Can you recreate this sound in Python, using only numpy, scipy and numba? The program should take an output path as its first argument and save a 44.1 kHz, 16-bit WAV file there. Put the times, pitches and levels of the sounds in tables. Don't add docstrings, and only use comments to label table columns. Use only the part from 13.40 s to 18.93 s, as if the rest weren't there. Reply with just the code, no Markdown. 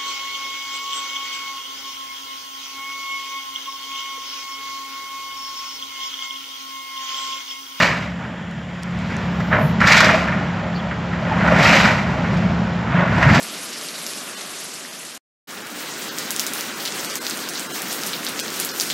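import sys
import numpy as np
from scipy import signal
from scipy.fft import rfft, irfft
from scipy.io import wavfile
from scipy.ndimage import uniform_filter1d
from numba import njit

SR = 44100
rng = np.random.default_rng(int(sys.argv[2]) if len(sys.argv) > 2 else 0)


def master_out(mix):
    frames = np.transpose(np.atleast_2d(mix))
    ceiling = np.clip(frames, -1, 1)
    pcm = np.round(ceiling * 32767).astype(np.int16)
    wavfile.write(sys.argv[1], SR, pcm)


def natural_amplitude(level_db):
    exponent = np.asarray(level_db, float) / 20
    return 10 ** exponent


N = 243873

# start/s, end/s
SHOTS_S = [
    (0, 1.778),
    (2.072, 5.53),
]
TOPS_HZ = [12650, 15800]


def walk(size, rate_hz):
    hold = int(SR / rate_hz)
    held = np.repeat(rng.standard_normal(size // hold + 1), hold)
    return 1.1 * uniform_filter1d(uniform_filter1d(held, hold), hold)[:size]


@njit
def add(out, start, hz, turns, size, phase):
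    for k in range(len(start)):
        spread = turns[k] * SR / hz[k] / 2
        first = max(0, int(start[k] - 3 * spread))
        last = min(len(out), int(start[k] + 3 * spread) + 1)
        for i in range(first, last):
            d = i - start[k]
            bell = np.exp(-(d / spread) ** 2)
            out[i] += size[k] * bell * np.cos(2 * np.pi * hz[k] * d / SR + phase[k])


def grains(s, hz, turns, db, chance):
    out = np.zeros(N)
    hz = np.clip(hz + 0 * s, 20, .4 * SR)
    turns = np.clip(turns, .3, 30) + 0 * s
    add(out, s * SR, hz, turns, natural_amplitude(db), 2 * np.pi * chance)
    return out


def wash(curve, colour, top_hz, gust_db, patchy_db, flicker_db):
    drum_follows, spray_follows = 0.53, 0.75
    t = np.arange(N) / SR
    s, body_db, near_db = np.transpose(curve)
    colour_hz, colour_db = np.transpose(colour)
    f = np.fft.rfftfreq(N, 1 / SR) + 1
    shape = natural_amplitude(np.interp(np.log(f), np.log(colour_hz), colour_db)) * (f < top_hz)
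    body = np.sqrt(2 * np.sum(shape[(f > 800) & (f < 2500)] ** 2) / N)
    noise = rfft(rng.standard_normal(N)) * shape / body

    zones_db = np.outer([drum_follows, 0, 1, spray_follows], near_db)
    zones_hz = np.log([400, 1500, 5000, 11000])
    gust, patch, out = walk(N, 22), walk(N, 24), 0
    for hz in 25 * 2 ** (np.arange(29) / 3):
        band = irfft(noise * np.clip(1 - 3 * abs(np.log2(f / hz)), 0, 1), N)
        weights = [np.interp(np.log(hz), zones_hz, one) for one in np.eye(4)]
        db = np.interp(t, s, body_db + np.dot(weights, zones_db))
        patch = .8 * patch + .6 * walk(N, 24)
        near = np.clip(np.log2(hz / 700) / 5.1, .15, 1)
        swell_db = gust_db * gust + patchy_db * patch + flicker_db * walk(N, 90)
        out = out + band * natural_amplitude(db + near * swell_db)
    return out, np.interp(t, s, body_db)


def patter(count, level_db, scatter_db, hz, spread_oct, turns):
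    when, pitch, size, phase = rng.random((count, 4)).T
    tick_hz = hz * 2 ** (spread_oct * (2 * pitch - 1))
    db = level_db - scatter_db * np.log(size + 0.0046)
    return grains(when * N / SR, tick_hz, turns, db, phase)


def drips(rows, crack_rel_db, splash_ratio, spread_oct):
    count, lag_s, spread_s, fade_db, fizz_turns = 120, .0035, .036, 13.0, 4.85
    s, snap_db, snap_hz, splash_db = np.transpose(rows)[:, :, None]
    crack_db = snap_db + crack_rel_db
    chance = rng.random((len(rows), 2 + 4 * count))

    hit_s, hit_hz, hit_db = s[:, 0], snap_hz[:, 0], snap_db[:, 0]
    snap = grains(hit_s, hit_hz, 1.6, hit_db - 1.5, chance[:, 0])
    weight = grains(hit_s, .5 * hit_hz, 1, hit_db - 15, chance[:, 1])
    crack = grains(hit_s, 12000, 2, crack_db[:, 0] - 2, chance[:, 1])

    when, pitch, size, phase = np.split(chance[:, 2:], 4, axis=1)
    late = when ** 1.3
    db = splash_db - 0.5 - fade_db * late - 3.2 * np.log(size + 0.1)
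    hz = snap_hz * splash_ratio * 2 ** (spread_oct * np.log(pitch / (1 - pitch)))
    spray_s = s + lag_s + spread_s * late
    spray = grains(spray_s.ravel(), hz.ravel(), fizz_turns, db.ravel(), phase.ravel())

    mist_s, mist_hz = s + 0.0018 + .024 * size, 9700 + 6000 * phase
    mist_db = crack_db - 28.5 - 7.1 * size
    mist = grains(mist_s.ravel(), mist_hz.ravel(), 6.4, mist_db.ravel(), when.ravel())
    return snap + weight + crack + spray + mist


def strays(count):
    when, pitch, wet = rng.random((count, 3)).T
    snap_db = np.full(count, -20.0)
    snap_hz = 5600 * 2 ** (.4 * (2 * pitch - 1))
    splash_db = snap_db - 25 + 4 * (2 * wet - 1)
    return np.transpose([when * N / SR, snap_db, snap_hz, splash_db])


def close_drips():
    # t/s, snap peak level/dB, snap f/Hz, splash level/dB
    stone_rows = [(.1378, -17, 4140, -39), (.4127, -15, 5140, -39), (.666, -7.5, 5600, -36),
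                  (.7355, -15.5, 4820, -42), (.6412, -22, 4660, -47), (.7684, -18, 7370, -43.5),
                  (2.4165, -26, 9000, -44), (1.53, -21, 5310, -42), (1.751, -18, 6580, -43),
                  (2.169, -28, 3530, -38.5), (2.6171, -19, 6070, -34), (2.7856, -5, 6150, -32),
                  (2.917, -19, 6440, -48), (2.9961, 4, 5700, -27.5), (2.9999, -9, 5620, -32),
                  (3.0666, -1.5, 6650, -30), (3.2095, -6, 5500, -36), (3.4, -15, 4410, -34),
                  (3.454, -8, 4400, -28), (3.5946, -14.5, 6080, -37), (3.7557, -2.5, 6800, -29),
                  (3.8447, -18, 4980, -33), (4.6356, -7, 5280, -41), (4.9736, -19, 5900, -41),
                  (4.9979, -5, 6600, -29.5), (5.0025, -12, 7050, -35), (5.3171, -12, 5200, -38),
                  (5.41, 1, 4940, -31)]
    # t/s, snap peak level/dB, snap f/Hz, splash level/dB
    puddle_rows = [(.3312, -16, 5400, -43), (.4866, -11, 4970, -41), (.8, -25, 7110, -37),
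                   (1.3335, -26, 5460, -41), (2.684, -26, 4300, -38), (2.9635, -2.5, 7730, -36),
                   (3.4763, -8.5, 3950, -34), (3.5226, -10, 5450, -42), (3.6997, -9, 5830, -31),
                   (3.8672, -3, 4810, -33), (3.8764, -18, 4440, -41), (3.898, -5.5, 7500, -32.5),
                   (3.91, -7, 4760, -34), (3.9732, -11, 7600, -45), (4.1364, -12, 6000, -38),
                   (4.152, -15, 4900, -32), (4.171, -16, 5480, -31), (4.196, -7, 7920, -33),
                   (4.7334, -7, 3680, -31), (4.7402, -15.5, 4200, -35), (4.8667, -4, 4150, -31),
                   (4.993, -5.5, 4380, -32), (5.0811, -10.5, 5040, -38), (5.1042, -12, 6480, -42),
                   (5.141, -16, 7300, -33), (5.2907, -10.5, 5400, -30.5), (5.3998, 4, 6000, -25.5),
                   (5.4133, -13, 5250, -39), (5.502, -6, 3790, -30), (5.5074, -9, 3830, -33)]
    # t/s, snap peak level/dB, snap f/Hz, splash level/dB
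    leaf_rows = [(.0237, -17, 6930, -29.5), (1.0101, -19, 3900, -35), (2.9067, -3, 6540, -28),
                 (3.1357, -7, 7620, -30), (3.6034, -20, 6590, -42), (3.647, -11, 4660, -33),
                 (4.0889, -10, 5330, -29.5), (4.4199, -8, 7090, -43), (4.5285, -13, 7800, -40),
                 (4.6653, -8.5, 6800, -27), (4.849, -10, 7910, -41.5), (4.8873, -15, 6940, -32),
                 (5.1926, -17, 6500, -27.5), (5.2002, -2, 8330, -34.5), (5.249, -1.5, 8050, -33),
                 (5.418, -10, 6050, -30)]
    stone = drips(stone_rows, crack_rel_db=-3, splash_ratio=1.1, spread_oct=.27)
    leaf = drips(leaf_rows, crack_rel_db=1, splash_ratio=1.5, spread_oct=.25)
    puddle, stray = (drips(rows, crack_rel_db=-12.5, splash_ratio=1.02, spread_oct=.17)
                     for rows in (puddle_rows, strays(count=24)))
    return stone + puddle + leaf + stray


def knocks():
    # t/s, level/dB, f/Hz, length/turns
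    bumps = [
        (1.451, -23, 1900, 3),
        (3.006, -52, 75, .9),
        (3.116, -57, 65, .9),
        (5.0, -60, 55, .9),
    ]
    s, db, hz, turns = np.transpose(bumps)
    return grains(s, hz, turns, db, 0 * s)


def scene():
    # t/s, body level/dB, nearness (leaf hiss and spray over body)/dB
    shower = [
        [(0, -38.5, -0.5), (.5, -39.5, 2), (.75, -40, 3.5), (.95, -37.5, -3.5), (1.2, -41.5, 3.5),
         (1.45, -42, 1.5), (1.778, -43.5, -0.5)],
        [(2.1, -38, -2.5), (2.3, -35.5, -5.5), (2.63, -36.5, 0.5), (2.9, -35, 1.5), (3.17, -34, -2),
         (3.4, -35, 1.5), (3.95, -34, -1.5), (4.3, -34.5, 0.5), (4.67, -35.5, 2.5), (5.0, -34.5, 0.5),
         (5.53, -36, 2)],
    ]
    # f/Hz, level/dB
    colour_first = [(30, -43), (65, -37), (167, -4.5), (235, -0.5), (519, -5), (625, -2.5), (858, -8),
                    (1210, -3.5), (2050, -6.5), (4290, -7), (11100, -11), (12500, -15), (12750, -75)]
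    # f/Hz, level/dB
    colour_second = [(30, -51), (91, -20), (181, -1), (305, 1.5), (455, -3), (593, -4.5), (881, -6.5),
                     (1420, -2.5), (2400, -7), (5300, -8.5), (9500, -13), (9800, -19), (12000, -13.5),
                     (15700, -17)]
    first, first_db = wash(shower[0], colour_first, TOPS_HZ[0],
                           gust_db=-0.6, patchy_db=1.64, flicker_db=4.5)
    second, second_db = wash(shower[1], colour_second, TOPS_HZ[1],
                             gust_db=-1.0, patchy_db=3.5, flicker_db=3.0)
    later = np.arange(N) / SR > SHOTS_S[0][1]
    ticks = patter(count=3000, level_db=1.5, scatter_db=3.0, hz=4860, spread_oct=1.3, turns=1.7)
    ticks = ticks * natural_amplitude(np.where(later, second_db, first_db + 0.5))
    rain = np.where(later, second, first) + ticks + close_drips() + knocks()
    return np.array([rain, rain])


def coarsen(x, local, nearby_lines):
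    # centre t/s, rounding step over the usual line level/dB
    coarse_frames = [(0.96, 10), (1.496, 9), (2.24, 9.5), (2.704, 9), (3.354, 9), (3.678, 9.5),
                     (3.724, 7.5), (3.797, 13), (4.119, 8.5), (4.284, 10.5), (4.33, 10), (5.02, 11),
                     (5.327, 10.5)]
    frame = 2048
    n, k = np.arange(frame), np.arange(frame // 2)[:, None]
    window = np.sin(np.pi * (n + .5) / frame) * 2 / np.sqrt(frame)
    basis = np.cos(2 * np.pi / frame * (k + .5) * (n + .5 + frame / 4)) * window
    out = x.copy()
    for s, step_db in coarse_frames:
        span = slice(int(s * SR) - frame // 2, int(s * SR) + frame // 2)
        lines = basis @ out[span]
        power = uniform_filter1d(lines ** 2, nearby_lines) + 1e-18
        usual = np.sqrt(power ** local * np.median(power[40:420]) ** (1 - local))
        step = natural_amplitude(step_db) * usual
        rounded = np.sign(lines) * step * np.floor(abs(lines) / step + .4054)
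        rounded[:24] = lines[:24]
        out[span] += (rounded - lines) @ basis
    return out


def roll_off(x):
    return signal.sosfilt(signal.butter(12, 17020, fs=SR, output="sos"), x)


def record(dry):
    t = np.arange(N) / SR
    rain = coarsen(.98 * np.tanh(dry[0]), local=.72, nearby_lines=60)
    first, second = (signal.sosfiltfilt(signal.ellip(8, .1, 40, hz, fs=SR, output="sos"), rain)
                     for hz in TOPS_HZ)
    cut_s, resume_s = SHOTS_S[0][1], SHOTS_S[1][0]
    tail = natural_amplitude(-25.5 - 1400 * np.clip(t - cut_s, 0, 1)) * (t < cut_s + .04)
    gate = uniform_filter1d(np.where(t < cut_s, 1, tail), size=16)
    fade = np.clip((t - resume_s) / 0.026, 0, 1) ** 0.65
    joined = first * gate + second * fade
    return roll_off(np.array([joined, joined]))


dry = scene()
out = record(dry)
master_out(out)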